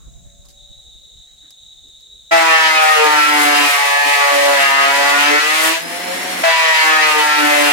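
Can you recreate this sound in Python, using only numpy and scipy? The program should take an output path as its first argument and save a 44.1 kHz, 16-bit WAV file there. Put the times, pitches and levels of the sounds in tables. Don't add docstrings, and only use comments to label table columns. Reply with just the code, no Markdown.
import sys
import numpy as np
from scipy import signal
from scipy.fft import rfft, irfft, next_fast_len
from scipy.io import wavfile

SR = 44100
rng = np.random.default_rng(int(sys.argv[2]) if len(sys.argv) > 2 else 0)


def waveform_to_disk(signal):
    frames = np.transpose(np.atleast_2d(signal))
    scaled = np.clip(frames, -1, 1) * 32767
    samples = np.round(scaled).astype(np.int16)
    wavfile.write(sys.argv[1], SR, samples)


N = 340452
TIME = np.arange(N) / SR
PLANER_ON_S, BOARD_OUT_S, SECOND_PASS_S = 2.316, 5.80, 6.435
FREE_SPEED_HZ = 187

# time in seconds, growl and shriek in relative dB.
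CUT_FORCE = [
    [(2.33, -13, -16), (2.44, -15.5, -19.5), (2.55, -15.5, -14), (2.62, -17.5, -16), (3.06, -14.5, -18.5),
     (3.74, -19.5, -19.5), (4.12, -20, -17), (4.5, -14.5, -22.5), (4.6, -17.5, -16.5), (5.0, -17.5, -19.5),
     (5.36, -18.5, -17), (5.48, -23, -17.5), (5.7, -20, -22), (5.79, -28.5, -28)],
    [(6.46, -14, -16.5), (6.652, -20, -15), (7.036, -17.5, -15.5), (7.104, -16.5, -19.5),
     (7.7, -18.5, -18.5)],
]


def from_db(db):
    return 10 ** (np.asarray(db) / 20)


def rms_one(x):
    return x / np.sqrt(np.mean(np.abs(x) ** 2) + 1e-20)


def in_time(rows, t=TIME):
    times, *columns = np.transpose(rows)
    return [np.interp(t, times, column) for column in columns]


def step(at_s, rise_s, t=TIME):
    return np.clip((t - at_s) / rise_s + .5, 0, 1)


def drift(rate_hz, t=TIME):
    hop = 40
    pole = np.exp(-2 * np.pi * hop * rate_hz / SR)
    slow = signal.lfilter([1], [1, -2 * pole, pole * pole], rng.standard_normal(N // hop + 2002))[2000:]
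    return np.interp(t * SR / hop, np.arange(len(slow)), rms_one(slow))


def noise(colour, width=0.98):
    size = next_fast_len(N)
    gain = colour(np.arange(size // 2 + 1) * SR / size + 1)
    mid, side = (rms_one(irfft(rfft(rng.standard_normal(size)) * gain, size)[:N]) for _ in range(2))
    return mid + width * side * np.array([[1], [-1]])


def slope(points):
    hz, db = np.transpose(points)
    return lambda f: (from_db(np.interp(np.log(f), np.log(hz), db))
                      * np.minimum(f / hz[0], 1) * np.minimum(hz[-1] / f, 1) ** 2)


def resonant(modes, f):
    return np.sqrt(sum((from_db(db) / (1 + (2 * (f - hz) / width) ** 2)) ** 2 for hz, width, db in modes))


def chorus(bands):
    return lambda f: resonant([(hz, width, db - 10 * np.log10(width)) for hz, width, db in bands], f)


def insects(join_s=.565, throb_db=.5):
    # centre in Hz, width in Hz, relative power in dB.
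    trill_bands = [(3860, 154, 2), (3730, 3, -14), (3626, 150, -3), (3130, 250, -22)]
    overtone_bands = [(6790, 1000, 1.5), (7580, 290, -4.5), (8060, 980, -9)]
    trill_db = -55 + 10 * step(join_s, 0.062) + throb_db * drift(13)
    trill = from_db(trill_db) * noise(chorus(trill_bands), width=0.23)
    return trill + from_db(-58 + throb_db * drift(6)) * noise(chorus(overtone_bands), width=1.1)


def room_tone():
    # time in seconds, level in dB.
    rumble_levels = [(0.0, -49.5), (0.18, -51), (1.46, -61.5), (1.47, -64), (1.87, -61), (2.26, -58.5)]
    # frequency in Hz, relative level in dB.
    rumble_colour = [(25, -5.5), (50, 7), (90, -8), (160, -11.5), (300, -24), (800, -32.5)]
    air_colour = [(100, -11), (250, -10), (600, -5), (1000, -15), (2000, -14), (5000, -14), (10000, -13),
                  (12000, -20), (15500, -15)]
    # pitch in Hz, level in dB.
    thin_tones = [(14885, -79), (15089, -80)]
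    out = from_db(in_time(rumble_levels)[0] + 3.2 * drift(22)) * noise(slope(rumble_colour), width=1.5)
    out += from_db(-64 + 0.49 * drift(9.6)) * noise(slope(air_colour))
    for hz, db in thin_tones:
        out += np.sqrt(2) * from_db(db) * np.sin(2 * np.pi * hz * TIME)
    return out


def hand_rubs():
    # peak time in seconds, half-length in seconds, centre in Hz, level in dB.
    rubs = [(0.022, 0.071, 1250, -65.5), (.12, 0.25, 156, -55), (0.298, .04, 1700, -72),
            (.46, 0.022, 1140, -66), (0.51, 0.048, 249, -67), (0.858, 0.054, 510, -69),
            (1.083, 0.073, 490, -67), (1.296, 0.05, 1900, -71), (1.457, .035, 1680, -64),
            (1.464, .04, 270, -64), (1.876, 0.039, 330, -62), (2.12, 0.09, 395, -69)]
    out = 0
    for peak_s, half_s, hz, db in rubs:
        swell = np.exp(-((TIME - peak_s) / half_s) ** 2)
        out += from_db(db) * swell * noise(chorus([(hz, hz / 2, 0)]))
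    return out


def far_horns():
    # start in seconds, end in seconds, pitch in Hz, level in dB.
    honks = [(.07, 0.43, 682, -66.5), (.22, .8, 572, -65), (.45, 0.952, 755, -71), (1.2, 1.9, 752, -76.5)]
    out = 0
    for start, end, hz, db in honks:
        gate = step(start, .06) - step(end, 0.1)
        out += np.sqrt(2) * from_db(db) * gate * np.sin(2 * np.pi * hz * TIME + 1.1 * drift(10))
    return out


def finger_taps():
    # start in seconds, level in dB, seconds to fall by 60 dB.
    taps = [(.452, -50, 0.1), (.485, -48, .12), (.503, -55, .12), (1.505, -42.5, .05), (1.885, -54, .04),
            (2.005, -52, .06)]
    # frequency in Hz, relative level in dB.
    tick_colour = [(200, -4), (1200, -7), (2500, -7), (4600, 7), (8000, 2), (12000, -3), (16000, -10)]
    envelope = sum(step(start, .002) * from_db(db - 60 * np.clip((TIME - start) / decay, 0, 2))
                   for start, db, decay in taps)
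    return envelope * noise(slope(tick_colour))


def hollowed(x, depth=0.92, bass_dip_db=-22):
    # start in seconds, end in seconds, centre in Hz, width in Hz.
    hollows = [(1.26, 1.375, 3560, 303), (3.876, 4.197, 1420, 187), (4.365, 4.465, 1400, 130)]
    # start in seconds, end in seconds, upper edge in Hz.
    bass_gaps = [(2.79, 3.057, 356), (3.678, 4.054, 366), (4.084, 4.327, 360), (5.42, 5.504, 260),
                 (6.44, 6.844, 410)]
    for start, end, hz, width in hollows:
        bandpass = signal.butter(2, [hz - width / 2, hz + width / 2], "band", fs=SR, output="sos")
        x = x - depth * (step(start, 0.034) - step(end, .03)) * signal.sosfiltfilt(bandpass, x)
    for start, end, hz in bass_gaps:
        bass = signal.sosfiltfilt(signal.butter(8, hz, fs=SR, output="sos"), x)
        x = x - (1 - from_db(bass_dip_db)) * (step(start, .03) - step(end, .03)) * bass
    return x


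def by_pass(passes, t=TIME):
    first, second = (in_time(rows, t) for rows in passes)
    return np.where(t < SECOND_PASS_S, first, second)


def unloaded(t, release_s):
    return step(BOARD_OUT_S, release_s, t) - step(SECOND_PASS_S, 0.0069, t)


def knife_rate(t, spin_up_s=.31):
    # time in seconds, knife blows per second.
    loaded_rates = [
        [(2.32, 166.7), (2.41, 164.3), (2.79, 157.1), (2.92, 155.3), (3.1, 151.4), (3.82, 142.0), (4.06, 143.2),
         (4.54, 141.3), (4.61, 138.7), (4.72, 137.1), (4.84, 137.9), (4.97, 140.4), (5.2, 143.9), (5.39, 148.6),
         (5.55, 156.4), (5.75, 163.1)],
        [(6.45, 165.7), (7.292, 150.0), (7.632, 146.1), (7.71, 144.8)],
    ]
    recovery_s = np.maximum(t - loaded_rates[0][-1][0], 0) * (t < SECOND_PASS_S)
    sag_hz = FREE_SPEED_HZ - by_pass(loaded_rates, t)[0]
    return FREE_SPEED_HZ - sag_hz * np.exp(-recovery_s / spin_up_s)


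def echoes(spread_s, count=14):
    delays, grid_hz = rng.uniform(0, spread_s, count), np.arange(0, 8000, 2)
    response = rms_one(np.exp(2j * np.pi * (rng.random(count) - grid_hz[:, None] * delays)).sum(1))
    return lambda f: np.interp(f, grid_hz, response)


def harmonic_swells(t, hz, reach_hz=120):
    # peak time in seconds, half-length in seconds, centre in Hz, gain in dB.
    swells = [(2.417, 0.019, 2190, 13), (2.6, 0.41, 806, 9.5), (2.603, 0.35, 1320, 4.5),
              (2.93, 0.051, 1240, 7), (3.02, .1, 457, 6), (3.146, .07, 890, -1.5), (3.51, 0.055, 587, 3),
              (3.98, 0.17, 840, 6), (4.06, 0.12, 1740, 4.5), (4.4, 0.18, 585, 8), (4.696, 0.13, 1235, 6.5),
              (4.73, 0.12, 1840, 6.5), (5.14, 0.25, 1440, 7.5), (5.17, 0.06, 1870, 2),
              (5.345, 0.064, 453, 14.5), (5.637, .12, 326, 9), (6.536, 0.087, 985, 5.5),
              (6.65, .14, 1930, 5), (6.936, 0.12, 1710, 6), (7.15, 0.12, 1220, 2), (7.6, .09, 550, 14)]
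    return from_db(sum(db * np.exp(-((t - peak_s) / half_s) ** 2 - ((hz - centre) / reach_hz) ** 2)
                       for peak_s, half_s, centre, db in swells))


def knives(t, cycles, wet=0.34, wander=.36, flutter=.14, shriek_above_hz=1620, width=1.45, lean=0.28):
    # centre in Hz, width in Hz, relative level in dB.
    body_modes = [(292.2, 14, -11.5), (329, 20.4, -13.5), (458.2, 8.7, -7.5), (553, 256, -18),
                  (563.1, 13.2, -3), (664.4, 13, 1), (692, 92, -7.5), (779, 55, -15.5), (851.4, 43, -4.5),
                  (904, 31, -2.5), (957.7, 18, 0), (980.3, 8.7, 3), (1025, 50, -14), (1100, 28, -11.5),
                  (1138, 21, -5.5), (1236, 72, -7.5), (1345.5, 13.5, 0.7), (1450, 830, -13),
                  (1655, 14, -6.5), (1677, 5.5, 1.5), (1722, 37, -7), (1780, 60, -5.5), (1864, 5, 2),
                  (1973, 126, -7.5), (2059, 16, -4.5), (2295, 1100, -12.5), (2440, 16, -6), (2642, 15, -6),
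                  (2752, 21, -4), (3025, 98, -15)]
    hood_modes = [(2800, 670, -23.5), (4050, 3900, -24.5)]
    slow = t[::64]
    orders = np.arange(2, 44)[:, None]
    hz = orders * knife_rate(slow)
    walls, across = echoes(.02), echoes(0.007)

    def wobble(rate_hz):
        return np.array([drift(rate_hz, slow) + 1j * drift(rate_hz, slow) for _ in orders])

    harmonics = resonant(body_modes + hood_modes, hz) * (1 + wet * walls(hz) + wander * wobble(7))
    harmonics *= np.exp(2j * np.pi * rng.random(orders.shape))
    harmonics *= harmonic_swells(slow, hz)
    growl_db, shriek_db = by_pass(CUT_FORCE, slow)
    upper = step(shriek_above_hz, 60, hz)
    gain = 0
    for share, db in [(1 - upper, growl_db - 0.78), (upper, shriek_db - 1)]:
        register_rms = np.sqrt((share * np.abs(harmonics) ** 2).sum(0) / 2)
        gain += share * from_db(db + 0.74 * drift(7.4, slow)) / register_rms
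    harmonics *= gain * (1 + flutter * np.sqrt(orders / 10) * wobble(30))
    skew = across(hz) + 0.24 * wobble(3.7)
    sides = harmonics * (1j * width * np.tanh(2 * skew.real) + lean * skew.imag)
    mid, side = 0, 0
    partial = fundamental = np.exp(2j * np.pi * cycles)
    for mid_gain, side_gain in zip(harmonics, sides):
        partial = partial * fundamental
        mid += (np.interp(t, slow, mid_gain) * partial).real
        side += (np.interp(t, slow, side_gain) * partial).real
    return (1 - unloaded(t, 0.024)) * (mid + side * np.array([[1], [-1]]))


def motor(t, cycles, waver=0.69, loaded_db=-22):
    # multiple of the knife rate, free-running level in dB.
    hum_orders = [(1, -48), (1.47, -44), (1.93, -46), (3, -32), (4, -34.5), (5, -41), (9.1, -46),
                  (10.25, -38), (11.2, -43), (13, -42), (16.75, -44), (23.25, -44)]
    whine_orders = [(29.75, -38.5), (59.5, -40), (89.25, -51)]
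    out = np.zeros((2, len(t)))
    for ear in out:
        for order, db in hum_orders:
            level = np.sqrt(2) * from_db(db) * (1 + waver * drift(5.8, t))
            ear += level * np.sin(2 * np.pi * order * cycles + drift(1.76, t))
        for order, db in whine_orders:
            phase = 2 * np.pi * order * cycles
            ear += from_db(db) * (drift(30, t) * np.cos(phase) + drift(30, t) * np.sin(phase))
    return out * from_db(loaded_db * (1 - unloaded(t, 0.058)))


def chips(cycles, air_db, pulse_depth=0.065):
    # time in seconds, hiss and fine dust in relative dB.
    chip_flow = [
        [(2.33, -24, -35), (2.69, -24.5, -36), (2.83, -24.5, -31), (3.07, -24.5, -35), (3.34, -25.5, -31.5),
         (3.56, -21.5, -27.5), (4.06, -26, -33.5), (4.12, -24, -32), (4.5, -23, -30.5), (4.65, -25, -35),
         (5.23, -22, -31), (5.37, -24.5, -35.5), (5.68, -20, -23), (5.77, -24.5, -35.5)],
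        [(6.46, -24.5, -35.5), (6.724, -23.5, -35), (7.444, -25, -31), (7.478, -23.5, -29), (7.7, -22, -28.5)],
    ]
    # frequency in Hz, relative level in dB.
    tear_colour = [(60, -45), (200, -48), (330, -36), (550, -7), (900, -1.5), (1400, -2), (2000, 4),
                   (2800, -9), (4000, -30), (7000, -46)]
    hiss_colour = [(1500, -7), (2600, 1), (3600, -0.5), (5000, -5.5), (7000, -7.5), (9000, -15.5),
                   (14000, -36)]
    dust_colour = [(4000, -28), (7000, -3.5), (9000, -0.5), (11000, -3), (13500, -6), (16000, -12)]
    free = unloaded(TIME, 0.094)
    cutting = 1 - free
    hiss_db, dust_db = by_pass(chip_flow)
    hiss_db = cutting * hiss_db + free * (air_db - 28)
    dust_db = cutting * dust_db + free * (air_db - 33.5)
    gust_db = 1.3 * drift(7)
    pulses = rms_one(np.exp(pulse_depth * cutting * np.cos(2 * np.pi * cycles)))
    growl_db = by_pass(CUT_FORCE)[0]
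    bite_db = cutting * (growl_db - np.median(growl_db[TIME > PLANER_ON_S]))
    tearing = from_db(hiss_db - 1.5 + .5 * bite_db + 2 * free) * noise(slope(tear_colour), width=1.0)
    spray = from_db(hiss_db - 0.4 + .5 * (gust_db + drift(32))) * noise(slope(hiss_colour))
    spray += from_db(dust_db + 0.25 + drift(140) + gust_db) * noise(slope(dust_colour))
    return pulses * (tearing + spray * from_db([[.6], [-.6]]))


def fan(rate, air_db, usual_rate_hz=148.7, strain_db_per_hz=0.33, buffet_db=1.5):
    # frequency in Hz, relative level in dB.
    fan_colour = [(30, -22), (70, -22), (115, -5.5), (145, -22), (180, -2), (280, 6), (500, 4), (1000, -1),
                  (2000, -19), (5000, -22)]
    free = unloaded(TIME, .1)
    loaded_db = -45.5 + strain_db_per_hz * (usual_rate_hz - rate)
    level_db = (1 - free) * loaded_db + free * (air_db - 33.5) + buffet_db * drift(15)
    return from_db(level_db) * noise(slope(fan_colour), width=0.62)


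def planer(air_db_per_hz=0.39):
    rate = knife_rate(TIME)
    cycles = np.cumsum(rate) / SR
    air_db = air_db_per_hz * (rate - FREE_SPEED_HZ)
    out = chips(cycles, air_db) + fan(rate, air_db)
    on = TIME > PLANER_ON_S - .02
    tones = knives(TIME[on], cycles[on]) + motor(TIME[on], cycles[on])
    out[:, on] += tones * from_db([[.25], [-.25]])
    return out


def scene():
    bench = insects() + room_tone() + far_horns() + finger_taps() + hand_rubs()
    running = step(PLANER_ON_S, 0.015)
    return hollowed((1 - running) * bench + running * planer())


def record(dry):
    lowpass = signal.cheby2(20, 60, 16300, fs=SR, output="sos")
    return signal.sosfilt(lowpass, np.clip(dry, -1, 1))


dry = scene()
out = record(dry)
waveform_to_disk(out)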